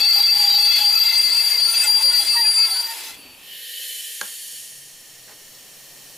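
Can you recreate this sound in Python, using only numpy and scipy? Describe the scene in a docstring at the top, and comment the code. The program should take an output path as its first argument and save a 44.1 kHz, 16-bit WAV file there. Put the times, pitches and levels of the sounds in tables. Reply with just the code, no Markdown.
"""Train wheels squeal under their brake blocks as a passenger train stops, heard from an open carriage window.
Friction drives beating wheel tones, which falter and break into pulses before the stop; noise and resonances
make the grinding, rough sliding tones the groans, and short gliding tones the cries of the blocks and brief
flares of the wheels. Then coloured noise and fluttering whistles make the compressed air hiss out of the
brakes, ringing modes knock on the window frame, and the compartment hums quietly."""
import sys
import numpy as np
from scipy import signal
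from scipy.fft import rfft, irfft
from scipy.io import wavfile
from scipy.ndimage import uniform_filter1d, minimum_filter1d, map_coordinates

SR = 44100
rng = np.random.default_rng(int(sys.argv[2]) if len(sys.argv) > 2 else 0)


def waveform_to_disk(signal):
    """Save audio, clipped to [-1, 1], as 16-bit WAV at the path in sys.argv[1]."""
    frames = np.transpose(np.atleast_2d(signal))
    scaled = np.clip(frames, -1, 1) * 32767
    samples = np.round(scaled).astype(np.int16)
    wavfile.write(sys.argv[1], SR, samples)


N = 272097
TIME = np.arange(N) / SR
BINS = np.maximum(np.fft.rfftfreq(N, 1 / SR), 1)   # Hz

# The braking train. Each row: time in seconds, speed as a share of full speed.
SPEED = [(0, 0.94), (1, 0.71), (1.7, 0.41), (2.1, 0.23), (2.8, 0.111), (3.1, 0.048)]
STOP_S, STOP_FADE_S = 3.15, 0.043

# Pitch of the leading wheel mode. Each row: time in seconds, frequency in Hz.
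SQUEAL_PITCH = [(0, 4725), (2, 4740), (2.6, 4733)]
# Its place shifts as the microphone turns. Each row: time in seconds, left minus right in dB.
SQUEAL_LEFT = [(0, 1.5), (1.3, 5.4), (2.2, 5), (2.8, 3)]
# Leading wheel mode, its octave, its twelfth (trimmed later) and the mode just below it.
# Each row: level at full speed in dB, level at a crawl in dB, release in seconds, fall in dB per second.
SQUEAL_MODES = [(-16.5, -12.5, 2.733, 109), (-41.5, -31, 2.79, 212), (-37, -39, 2.88, 120),
                (-18.5, -29.5, 2.75, 100)]
LOWER_HZ = 4499   # the wheel mode just below the leading one
# High wheel modes. Each entry: frequency in Hz.
WHISTLE_HZ = [8085, 9159, 10273, 12152]
# Their levels. Each row: level at full speed in dB, level at a crawl in dB, release in seconds,
# fall in dB per second, depth of the slow swing in dB.
WHISTLE_LEVELS = [(-52, -34, 2.27, 35, 1), (-73, -28, 2.21, 61, -10), (-47.5, -31.5, 2.65, 40, 0),
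                  (-36, -54, 2.8, 31, 3)]
SWING_S, SWING_TOP_S = 0.402, 1.82   # period of the swing, and one of its tops
# Dips in the blocks' grip. Each row: centre in seconds, length in seconds, depth from 0 to 1.
FALTERS = [(0.026, 0.039, 0.32), (0.762, .025, 0.1), (0.799, 0.039, 0.65), (1.043, 0.02, 0.54),
           (1.131, 0.056, 0.6), (1.284, 0.13, 0.4), (1.438, 0.1, 0.48), (1.5, 0.035, 0.54),
           (1.57, 0.023, 0.71), (1.613, 0.036, 0.55), (1.656, 0.041, 0.17), (1.728, 0.066, 0.71),
           (1.793, 0.017, 0.7), (1.85, 0.075, 0.77), (2.009, 0.051, 0.73), (2.125, 0.043, 0.71),
           (2.25, 0.078, 0.89), (2.38, 0.16, 0.42), (2.447, 0.026, 0.46), (2.543, 0.067, 0.62),
           (2.688, 0.09, 0.76), (2.75, 0.063, 0.77), (2.822, 0.021, 0.68), (2.877, 0.018, 0.9),
           (2.95, 0.068, 0.8)]
UNREST_DB, UNREST_PER_S = 5, 20   # random swelling of the wheel modes

# Ringing of the brake rigging, before its trim. 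Each row: time in seconds, level in dB.
RINGING_LEVEL = [(0.0, -22), (0.24, -25.5), (0.57, -29), (0.61, -25), (0.77, -19.5), (0.89, -27.5),
                 (1.02, -21), (1.63, -31), (1.79, -30), (1.83, -26), (2.07, -31.5), (2.11, -25),
                 (2.52, -36), (2.64, -28), (2.68, -30.5), (2.85, -37.5), (3.12, -34.5)]
# Rasp of the blocks on the treads, before its trim. Each row: time in seconds, level in dB.
RASP_LEVEL = [(0.0, -33.5), (0.28, -37.5), (0.37, -33.5), (0.61, -36.5), (0.77, -33.5), (0.89, -37),
              (1.14, -36.5), (1.18, -36.5), (1.5, -34.5), (1.63, -37.5), (1.87, -32.5), (1.91, -37.5),
              (2.23, -35), (2.32, -37.5), (2.76, -38), (2.84, -38.5), (3.09, -40), (3.12, -44.5)]
RINGING_TRIM_DB, RASP_TRIM_DB = -6, 0.52
# Brake rigging resonances. Each row: frequency in Hz, width in Hz before narrowing, relative level in dB.
RIGGING = [(876, 27, -16.5), (1360, 56, -10.5), (2075, 52, -1), (2639, 43, 1.5), (3360, 37, 0.5),
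           (3450, 72, -4), (3916, 70, -4), (4130, 130, -1.5)]
# Faint upper wheel resonances. Each row: frequency in Hz, width in Hz, relative level in dB.
SHIMMER = [(6070, 42, 0.5), (6795, 100, 1.5), (7300, 120, 2.5), (8050, 64, 0.5), (11560, 130, 2),
           (12100, 80, 1), (12540, 140, 4)]
# Colour of the rasp. Each row: frequency in Hz, relative level in dB.
RASP_COLOUR = [(300, -40), (700, 1), (1200, -6), (1800, 5.5), (3000, 7), (4300, 5), (5100, 9), (5900, 1),
               (7600, 1), (9500, 4), (11500, 2), (13500, -1), (15000, -2)]
# Colour of the wheels rolling. Each row: frequency in Hz, relative level in dB.
ROLLING_COLOUR = [(30, -56), (100, -50), (160, -58), (260, 0), (400, 1), (560, -2.5), (750, -5.5),
                  (1200, 3), (3000, -66)]
ROLL_DB, ROLL_SPEED_DB = -57, 7.5   # roll at a standstill, and its rise up to full speed

# Low groans, before their trim. Each row: time in seconds, level in dB.
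GROAN_LEVEL = [(0, -40), (1.2, -42), (1.7, -38), (2.2, -38), (2.7, -37), (3.0, -45.5)]
GROAN_TRIM_DB = -5
# Modes of the groans. Each row: frequency in Hz, relative level in dB.
GROAN_MODES = [(340, -5), (480, 0.5), (660, -1.5), (895, 10.5), (1030, 6), (1400, 1.5), (1700, 4),
               (2030, 3.5)]
# Single blocks catch and cry out, and wheel modes flare briefly. Each row: start in seconds, length in seconds,
# middle pitch in Hz, # glide from start to end in Hz, level in dB.
CRIES = [(0, 0.07, 3500, 8, -32), (0, 0.09, 817, -14, -42), (.02, 0.15, 2083, 6, -37),
         (.03, 0.12, 2650, 0, -35), (0.156, 0.061, 816, -3, -33), (.18, .07, 3890, 0, -30),
         (0.272, 0.056, 2633, 0, -27.5), (0.32, 0.4, 825, 7, -32), (.4, .26, 5540, 0, -39),
         (0.47, 0.15, 3910, 13, -26), (0.46, 0.14, 3100, -6, -35), (0.61, 0.068, 9500, -3, -27),
         (0.641, .045, 3915, 0, -29), (0.738, 0.043, 2092, 2, -29.5), (0.71, 0.046, 3455, 0, -25),
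         (0.738, 0.13, 3370, -21, -28), (0.77, 0.14, 827, -23, -33), (0.789, 0.08, 3080, -10, -31),
         (0.925, 0.13, 12100, -5, -29), (.98, 0.22, 2666, 3, -31.5), (1.054, 0.16, 2087, -11, -31.5),
         (1.018, 0.055, 3370, -2, -39), (1.111, 0.1, 6160, -15, -33), (1.159, 0.038, 8060, -9, -28.5),
         (1.289, 0.054, 2080, -2, -31), (1.512, 0.077, 2100, -2, -29), (1.62, 0.31, 9490, -2.5, -23.5),
         (1.66, 0.097, 1365, 6, -39), (1.696, 0.078, 6200, -3, -33), (1.737, 0.023, 2620, -2, -22),
         (1.725, 0.043, 3345, 0, -33), (1.799, 0.077, 2612, 0, -26), (1.828, 0.036, 8020, 4, -24),
         (1.827, .05, 2088, 0, -32), (1.825, 0.045, 1435, -60, -35), (1.84, 0.072, 852, 0, -35.5),
         (1.95, 0.073, 866, 12, -33.5), (2.026, 0.076, 546, -36, -40), (2.102, 0.062, 1450, 15, -38),
         (2.126, 0.065, 1960, -30, -34), (2.14, 0.076, 12000, 0, -28), (2.199, 0.058, 3360, -30, -34),
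         (2.19, 0.1, 4090, -10, -33), (2.19, 0.056, 815, -40, -36), (2.24, 0.12, 2070, 30, -51),
         (2.24, 0.23, 9630, 10, -40), (2.25, 0.12, 9100, 0, -32), (2.27, 0.13, 2660, -15, -33),
         (2.321, 0.053, 1187, 23, -39.5), (2.351, 0.067, 935, -34, -27.5), (2.361, 0.061, 1880, -20, -26.5),
         (2.35, 0.059, 3990, -15, -30), (2.413, 0.063, 864, -33, -34.5), (2.434, 0.042, 2530, -22, -31),
         (2.444, 0.04, 1720, -20, -36), (2.56, 0.11, 2564, -3, -29), (2.563, 0.065, 4400, 0, -31),
         (2.532, 0.099, 7270, 9.5, -31.5), (2.575, 0.11, 2180, 5, -33.5), (2.544, 0.21, 1328, 14, -39),
         (2.69, 0.09, 775, 27, -41), (2.663, 0.11, 8740, 8, -39), (2.684, 0.091, 3975, -10, -38),
         (2.705, 0.069, 4490, -5, -18.5), (2.723, 0.11, 9490, -8, -31), (2.735, 0.078, 1505, 0, -40),
         (2.859, 0.082, 910, 11, -34), (2.865, 0.068, 1840, 34, -36), (3.127, 0.25, 4540, 2, -47.5)]

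# Bumps of the running gear. Each row: start in seconds, length in seconds, level in dB.
BUMPS = [(0, 0.062, -55), (.2, 0.09, -59), (.32, 0.14, -53), (.5, 0.082, -52), (.74, 0.12, -60),
         (1.18, 0.12, -58), (1.63, 0.071, -58)]
# Colour of the bumps. Each row: frequency in Hz, relative level in dB.
BUMP_COLOUR = [(25, -30), (70, -8), (120, -8), (160, 3), (220, 2), (300, -27), (500, -32), (1500, -52)]
# The coach settles on its springs. Each row: start in seconds, length in seconds, level in dB.
SETTLE = [(3.06, 0.15, -54), (3.17, 0.16, -50.5)]
# Colour of the settling. Each row: frequency in Hz, relative level in dB.
SETTLE_COLOUR = [(25, -32), (70, -9), (130, -17), (270, -5), (400, -8.5), (1500, -25.5)]

# Pipe tone, jet and finest spray of the air. Each row: top level in dB, swell up to the top in dB,
# sag in dB per second, seep before in dB, seep after in dB.
AIR_PARTS = [(-36, 2.5, 11, -53.5, -53.5), (-35, 14.5, 2, -56, -49.5), (-36, 7, 10.5, -54, -60)]
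VALVE_OPEN_S, VALVE_ATTACK_S, VALVE_TOP_S = 3.47, 0.08, 3.85
VALVE_CLOSE_S, VALVE_FALL_DB_PER_S = 4.577, 31
# Colour of the pipe tone. Each row: frequency in Hz, relative level in dB.
PIPE_COLOUR = [(280, -35), (420, -7), (640, -9), (850, -36), (1280, -43), (1550, -8.5), (1750, -5),
               (2300, -2.5), (2900, 5), (3600, 3), (4300, 4.5), (4900, -2.5), (5800, -8), (8000, -59)]
# Colour of the jet. Each row: frequency in Hz, relative level in dB.
JET_COLOUR = [(3000, -20), (4600, 2), (5400, -3), (7200, 6), (7600, 0.5), (8500, 6), (10000, 5.5),
              (11200, 5), (12500, -19), (15000, -7.5)]
# Colour of the spray. Each row: frequency in Hz, relative level in dB.
SPRAY_COLOUR = [(9000, -51), (11000, 8), (12000, 2), (13500, 9), (14500, 0), (15300, -2)]
# Air pipe resonances. Each row: frequency in Hz, width in Hz, lift in dB.
AIR_PEAKS = [(1811, 170, 15), (3076, 230, 7.5), (3220, 54, 6), (4460, 120, 3.5), (5500, 190, 6),
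             (6630, 180, 6.5), (9920, 250, 8), (12400, 500, 10)]
# The microphone draws back from the window. Each row: time in seconds, share inside from 0 to 1.
INSIDE = [(4.5, 0), (5.2, 1)]
# How the compartment colours the hiss. Each row: frequency in Hz, gain in dB.
COMPARTMENT = [(1500, 5.5), (2400, 6), (3000, 2), (3300, -0.5), (3600, -1), (4300, 5.5), (5050, -2),
               (5480, 9), (6000, 5), (7000, 2.5), (10000, -2.5), (13500, 4.5)]
# Half-whistles in the escaping air. Each row: start in seconds, length in seconds, pitch in Hz, level in dB.
AIR_WHISTLES = [(3.483, 0.083, 2970, -37.5), (3.55, 0.65, 4020, -47), (3.615, 0.51, 3020, -37),
                (3.76, .22, 4250, -42), (4.222, .42, 4450, -46.5)]
AIR_FLUTTER_PER_S = 70
# A thin leak as the train comes to rest. Each row: start in seconds, length in seconds, level in dB.
LEAK = [(2.95, 0.6, -48.5)]
# Colour of the leak. 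Each row: frequency in Hz, relative level in dB.
LEAK_COLOUR = [(1000, -17), (2000, -22), (2600, -4.5), (3000, -11), (3600, -19), (6000, -38)]

# Contacts on the window frame. Each row: time in seconds, strength in dB.
KNOCKS = [(4.2109, -30), (4.2132, -18.5), (4.2152, -29.5), (4.2168, -30), (5.281, -46), (5.295, -48)]
# Window frame modes. Each row: frequency in Hz, level in dB, time to decay by 60 dB in seconds.
FRAME = [(197, -22, 0.14), (400, -15, 0.014), (600, -13.5, 0.016), (790, -11.5, 0.018), (1070, -5.5, 0.012),
         (1410, 3, 0.008), (1625, 1.5, 0.024), (2260, -5, 0.01), (3140, -5, .01), (4240, 0.5, 0.0074),
         (6700, 4, 0.0037), (9400, -3, .005)]
ROOM_T60_S, ROOM_DB, ROOM_DULL_HZ = 0.26, 2.5, 1050
# A sleeve brushes the frame. Each row: start in seconds, length in seconds, level in dB.
BRUSH = [(5.275, 0.067, -49)]
# Colour of the brushing. Each row: frequency in Hz, relative level in dB.
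BRUSH_COLOUR = [(120, -17), (300, -5), (600, 0), (1500, -6), (3500, -12), (9000, -24)]

# Murmur of the standing carriage, before its trim. Each row: time in seconds, level in dB.
VENT_LEVEL = [(3.2, -57.5), (3.5, -49.5), (3.85, -67), (4.6, -54.5), (5.2, -50), (6.17, -47)]
VENT_TRIM_DB = 3
# Colour of the murmur. Each row: frequency in Hz, relative level in dB.
VENT_COLOUR = [(60, -32), (170, -3), (300, -5), (550, -3), (900, -7.5), (1400, -10.5), (2000, -16.5),
               (4000, -7)]
# Hum lines. Each row: frequency in Hz, relative level in dB.
HUM = [(121, -8), (139, -5)]
# Colour of the rumble. Each row: frequency in Hz, relative level in dB.
RUMBLE_COLOUR = [(15, 6), (30, -6), (60, -14), (100, -3), (200, -24), (600, -60)]

CEILING_DB, CUTOFF_HZ = -5.5, 15400   # limiter ceiling and top of the band


def from_db(db):
    """Decibels to gain."""
    return 10 ** (np.asarray(db) / 20)


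def rms_one(x):
    """Scale to unit power."""
    return x / np.sqrt(np.mean(np.abs(x) ** 2) + 1e-20)


def in_time(rows):
    """The second column of a curve, sample by sample."""
    seconds, values = np.transpose(rows)
    return np.interp(TIME, seconds, values)


def swell(start, length, t=TIME):
    """A rounded rise and fall."""
    return np.sqrt(np.abs(np.sin(np.pi * np.clip((t - start) / length, 0, 1))))


def pan(left_db):
    """Gains of the two channels from left minus right in dB."""
    return from_db(np.array([[.5], [-.5]]) * left_db)


def wander(rate, clock=TIME):
    """Smooth chance with a new value `rate` times per unit of the clock; spread 1."""
    knots = rng.standard_normal(size=8192)
    samples = np.arange(len(clock))
    coarse = map_coordinates(knots, [clock[::10] * rate], order=3, mode="wrap")
    return rms_one(np.interp(samples, samples[::10], coarse))


def colour(points, peaks=()):
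    """Gain per frequency: a smooth slope lifted by resonances."""
    hz, db = np.transpose(points)
    lift = sum(lift_db / (1 + (2 * (BINS - f) / width) ** 2) for f, width, lift_db in peaks)
    return from_db(np.interp(np.log(BINS), np.log(hz), db) + lift)


def noise(gain, side_db):
    """Coloured noise at two close microphones."""
    mid, side = irfft(rfft(rng.standard_normal((2, N))) * gain, N)
    return rms_one(mid + from_db(side_db) * side * np.array([[1], [-1]]))


def resonance(hz, width):
    """A mode kept ringing at random: a narrow band of noise."""
    return noise(1 / (1 + ((BINS - hz) / width) ** 2), side_db=-12.0)


def surges(rows, points):
    """Noise of one colour that comes in swells."""
    level = sum(from_db(db) * swell(start, length) for start, length, db in rows)
    return level * noise(colour(points), side_db=-12)


def wheel_tone(hz, travel, flutter_hz, scatter, side_db, width_hz=300):
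    """One mode sung by several turning wheels: a steady core, and side tones that beat as fast as they turn."""
    def beating(rate):
        """Random swing in level and phase, paced by the distance rolled."""
        return (wander(rate, travel) + 1j * wander(rate, travel)) / np.sqrt(2)

    mid = 1 + scatter * (beating(flutter_hz) + 0.54 * beating(3 * flutter_hz))
    # friction holds the mean swing steady
    mid = mid / np.sqrt(uniform_filter1d(np.abs(mid) ** 2, size=1700) + 0.37)
    both = mid + from_db(side_db) * beating(flutter_hz) * np.array([[1], [-1]])
    # and caps the widest swings
    both = both / (1 + (np.abs(both) / 1.3) ** 4) ** .25
    # steel cannot follow faster changes
    slow = signal.butter(3, width_hz / 2, fs=SR, output="sos")
    both = rms_one(signal.sosfilt(slow, both))
    carrier = np.exp(2j * np.pi * np.cumsum(hz + 0 * TIME) / SR)
    return np.sqrt(2) * np.real(both * carrier)


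def mode_level(speed, fast_db, slow_db, release_s, fall_db_per_s):
    """A wheel mode's level in dB: it follows the speed, and falls away steadily once released."""
    return slow_db + (fast_db - slow_db) * speed - fall_db_per_s * np.maximum(TIME - release_s, 0)


def unrest():
    """A gain that drifts as a block's grip changes."""
    return from_db(UNREST_DB * np.clip(wander(UNREST_PER_S), -3, 1))


def grip(speed):
    """The blocks' hold on the wheels, shared by both loud modes: it shivers most at speed, and falters."""
    hold = from_db((.8 + 1.9 * speed) * np.clip(wander(60), -3, .8))
    for centre, length, depth in FALTERS:
        near = np.abs(TIME - centre) < 2 * length
        hold[near] *= 1 - depth * np.exp(-(2 * (TIME[near] - centre) / length) ** 2)
    return hold


def squeal(speed, travel, moving):
    """Stick-slip drives the wheel modes; they grow purer as the train slows, then lose their drive and die away."""
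    pitch = in_time(SQUEAL_PITCH)
    main_db, octave_db, twelfth_db, lower_db = (mode_level(speed, *row) for row in SQUEAL_MODES)
    swing = np.cos(2 * np.pi * (TIME - SWING_TOP_S) / SWING_S)
    scatter, loud_scatter = 1.0 + 2.0 * speed, .2 + 1.1 * speed
    jitter_hz = (2 + 5 * speed) * wander(35)

    leading = wheel_tone(pitch + jitter_hz, travel, flutter_hz=111.8, scatter=loud_scatter,
                         side_db=-19.0, width_hz=172)
    lower = wheel_tone(LOWER_HZ, travel, flutter_hz=99.3, scatter=loud_scatter, side_db=-6, width_hz=164)
    loud = from_db(main_db) * leading * pan(in_time(SQUEAL_LEFT))
    loud += from_db(lower_db) * unrest() * lower * pan(8.4)

    octave = wheel_tone(2 * pitch, travel, flutter_hz=121.6, scatter=scatter, side_db=-14.5)
    twelfth = wheel_tone(3 * pitch, travel, flutter_hz=150, scatter=2 * scatter, side_db=-11)
    high = from_db(octave_db) * unrest() * octave
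    high += from_db(twelfth_db - 1.5) * unrest() * twelfth
    high *= moving
    for hz, row, spread in zip(WHISTLE_HZ, WHISTLE_LEVELS, [13.0, 2.2, 6.2, 0.73]):
        *levels, swing_db = row
        whistle_db = mode_level(speed, *levels) + swing_db * swing
        whistle = wheel_tone(hz, travel, flutter_hz=167.2, scatter=spread * scatter, side_db=-21)
        high += from_db(whistle_db) * unrest() * whistle
    return (loud * grip(speed) + high) * np.interp(TIME, [3.3, 3.48], [1, 0])


def wobble(x, share, rate):
    """Changing contact pressure bends the pitch by a small share."""
    clock = np.arange(N) + np.cumsum(share * wander(rate))
    return np.array([np.interp(clock, np.arange(N), channel) for channel in x])


def grinding(speed, moving):
    """The blocks rasp on the treads and shake the rigging, each resonance in its own fits, over the wheels' roll."""
    rigging = 0
    for hz, width, db in RIGGING:
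        mode = wobble(resonance(hz, 0.7 * width), share=.008, rate=14)
        rigging = rigging + from_db(db + 3.33 * wander(20)) * mode
    ringing = from_db(in_time(RINGING_LEVEL) + RINGING_TRIM_DB) * rms_one(rigging) * pan(3.4)

    shimmer = sum(from_db(db + 6.3 * np.tanh(wander(20))) * resonance(hz, width) for hz, width, db in SHIMMER)
    grain = from_db(1.3 * wander(110) + .8 * wander(18))
    rasp = from_db(5.0) * grain * noise(colour(RASP_COLOUR), side_db=-8.0)
    rasp = rasp + from_db(-1.5) * rms_one(shimmer)
    rasp = from_db(in_time(RASP_LEVEL) + RASP_TRIM_DB) * rasp

    roll_db = ROLL_DB + ROLL_SPEED_DB * speed + 3.2 * wander(25.23)
    roll = from_db(roll_db) * noise(colour(ROLLING_COLOUR), side_db=-6.5) * pan(-2.6)
    return (ringing + rasp + roll) * moving


def groans(moving):
    """Low groans of the blocks: eight rough tones at once, each swelling and sliding at random."""
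    out = 0
    for hz, db in GROAN_MODES:
        pitch = hz * (1 + .022 * wander(11)) + 45 * wander(220)
        swell_db = 8 * np.tanh(wander(22)) + 2.5 * wander(150)
        out = out + from_db(db + swell_db) * np.sin(2 * np.pi * np.cumsum(pitch) / SR)
    return from_db(in_time(GROAN_LEVEL) + GROAN_TRIM_DB) * rms_one(out) * moving * pan(0.62)


def cries(speed):
    """Short gliding tones from single blocks and brief flares of wheel modes: rough at speed, purer at a crawl."""
    out = np.zeros(N)
    for start, length, hz, glide_hz, db in CRIES:
        during = (TIME >= start) & (TIME < start + length)
        t = TIME[during]
        unsteady = np.sqrt(speed[during])
        rough_hz = min(.013 * hz, 24) * unsteady * wander(110, t)
        flutter_db = (2 + 3 * unsteady) * np.tanh(wander(70, t))
        pitch = hz + glide_hz * ((t - start) / length - .5) + rough_hz
        tone = np.sin(2 * np.pi * np.cumsum(pitch) / SR)
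        out[during] += from_db(db + flutter_db) * swell(start, length, t) * tone
    return out * pan(2.5)


def bumps():
    """The running gear bumps: short swells of low noise."""
    return surges(BUMPS, BUMP_COLOUR)


def settling():
    """The coach settles on its springs with two dull swells of noise."""
    return surges(SETTLE, SETTLE_COLOUR)


def air_level(top_db, swell_db, sag_db_per_s, before_db, after_db):
    """The valve's burst over a seep, in dB: it swells, sags as the pressure drains, and is shut down."""
    opened = .5 + .5 * np.tanh((TIME - VALVE_OPEN_S) / VALVE_ATTACK_S)
    burst_db = top_db - np.interp(TIME, [VALVE_OPEN_S, VALVE_TOP_S], [swell_db, 0])
    burst_db -= sag_db_per_s * np.maximum(TIME - VALVE_TOP_S, 0)
    burst_db -= VALVE_FALL_DB_PER_S * np.maximum(TIME - VALVE_CLOSE_S, 0)
    seep_db = before_db + (after_db - before_db) * opened
    return 20 * np.log10(np.hypot(opened * from_db(burst_db), from_db(seep_db)))


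def air_release():
    """A jet of escaping air, coloured by the pipes it leaves through; pipe tone and spray sag faster than the jet."""
    pipe_db, jet_db, spray_db = (air_level(*row) for row in AIR_PARTS)
    # echoes from the underframe comb the hiss
    lags_s = rng.uniform(0.0028, 0.02, size=6)
    echoes = 1 + sum(0.32 * np.exp(-2j * np.pi * BINS * lag) for lag in lags_s)
    pipe = from_db(pipe_db) * noise(colour(PIPE_COLOUR, AIR_PEAKS) * echoes, side_db=-11.5) * pan(-0.61)
    jet = from_db(jet_db) * noise(colour(JET_COLOUR, AIR_PEAKS) * echoes, side_db=-12.5)
    spray = from_db(spray_db) * noise(colour(SPRAY_COLOUR, AIR_PEAKS) * echoes, side_db=-13.5)
    return pipe + jet + spray


def drawn_inside(hiss):
    """The hiss takes on the colour of the compartment as the microphone leaves the window."""
    inside = in_time(INSIDE)
    return (1 - inside) * hiss + inside * irfft(rfft(hiss) * colour(COMPARTMENT), N)


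def air_whistles():
    """Narrow fluttering half-whistles, several overlapping, sound in the escaping air."""
    out = 0
    for start, length, hz, db in AIR_WHISTLES:
        flutter = rms_one(wander(AIR_FLUTTER_PER_S) + 1j * wander(AIR_FLUTTER_PER_S))
        pitch = hz + 14 * wander(16)
        tone = np.real(flutter * np.exp(2j * np.pi * np.cumsum(pitch) / SR))
        out = out + from_db(db) * swell(start, length) * tone
    return out * pan(-1.0)


def leak():
    """A thin leak of air: one swell of coloured noise."""
    return surges(LEAK, LEAK_COLOUR)


def knocks():
    """Each contact rings the window frame; the compartment adds a short, dull tail."""
    out = np.zeros(N)
    at = [round(s * SR) for s, db in KNOCKS]
    contact_db = np.array(KNOCKS)[:, 1]
    for k, (hz, mode_db, t60) in enumerate(FRAME):
        clicks = np.full(N, 1e-18)
        clicks[at] = from_db(contact_db + mode_db + rng.normal(0, 1, len(at)))
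        r = from_db(-60 / (t60 * SR))   # decay per sample
        w = 2 * np.pi * hz / SR
        out += (-1) ** k * signal.lfilter([0, np.sin(w)], [1, -2 * r * np.cos(w), r * r], clicks)
    # the frame is too small to give bass
    out = signal.sosfilt(signal.butter(2, 130, "high", fs=SR, output="sos"), out)

    age = TIME[:SR // 2]
    tail = rng.standard_normal((2, len(age))) * from_db(-60 * age / ROOM_T60_S)
    tail /= np.sqrt(np.sum(tail ** 2, axis=1, keepdims=True))
    # seats soak up the treble
    tail = signal.sosfilt(signal.butter(2, ROOM_DULL_HZ, fs=SR, output="sos"), tail)
    room = signal.fftconvolve(out[None], tail, axes=1)[:, :N]
    return out * pan(-0.92) + from_db(ROOM_DB) * room


def sleeve_brush():
    """A sleeve brushes the frame: a brief swell of soft noise."""
    return surges(BRUSH, BRUSH_COLOUR)


def rise(start_db, end_db, middle_s, length_s):
    """A level in dB that moves from one value to another."""
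    return start_db + (end_db - start_db) * np.clip((TIME - middle_s) / length_s + .5, 0, 1)


def carriage():
    """Ventilation, a wavering hum and a faint rumble in the standing coach; hum and rumble come up indoors."""
    vent = from_db(in_time(VENT_LEVEL) + VENT_TRIM_DB) * noise(colour(VENT_COLOUR), side_db=-7)
    hum_db = rise(start_db=-90, end_db=-67.5, middle_s=4.38, length_s=0.39)
    hum = sum(from_db(db) * resonance(hz, width=3.1) for hz, db in HUM)
    rumble_db = rise(start_db=-85, end_db=-66.5, middle_s=4.7, length_s=.2)
    rumble = noise(colour(RUMBLE_COLOUR), side_db=-16)
    return vent + from_db(hum_db) * rms_one(hum) + from_db(rumble_db) * rumble


def scene():
    """Braking gives way to the sounds of the standing train."""
    speed = in_time(SPEED)
    travel = np.cumsum(speed) / SR
    moving = .5 - .5 * np.tanh((TIME - STOP_S) / STOP_FADE_S)
    at_rest = np.sqrt(1 - moving ** 2)
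    brakes = squeal(speed, travel, moving) + grinding(speed, moving) + groans(moving) + cries(speed)
    body = bumps() + settling()
    standing = (drawn_inside(air_release()) + air_whistles() + carriage()) * at_rest
    return brakes + body + standing + leak() + knocks() + sleeve_brush()


def record(dry):
    """A fast limiter holds the peaks down, and the top is cut steeply."""
    allowed = np.minimum(1, from_db(CEILING_DB) / (np.abs(dry).max(axis=0) + 1e-9))
    gain = uniform_filter1d(minimum_filter1d(allowed, size=181), size=181)
    top_cut = signal.ellip(10, .2, 90, CUTOFF_HZ, fs=SR, output="sos")
    return signal.sosfilt(top_cut, gain * dry)


dry = scene()
out = record(dry)
waveform_to_disk(out)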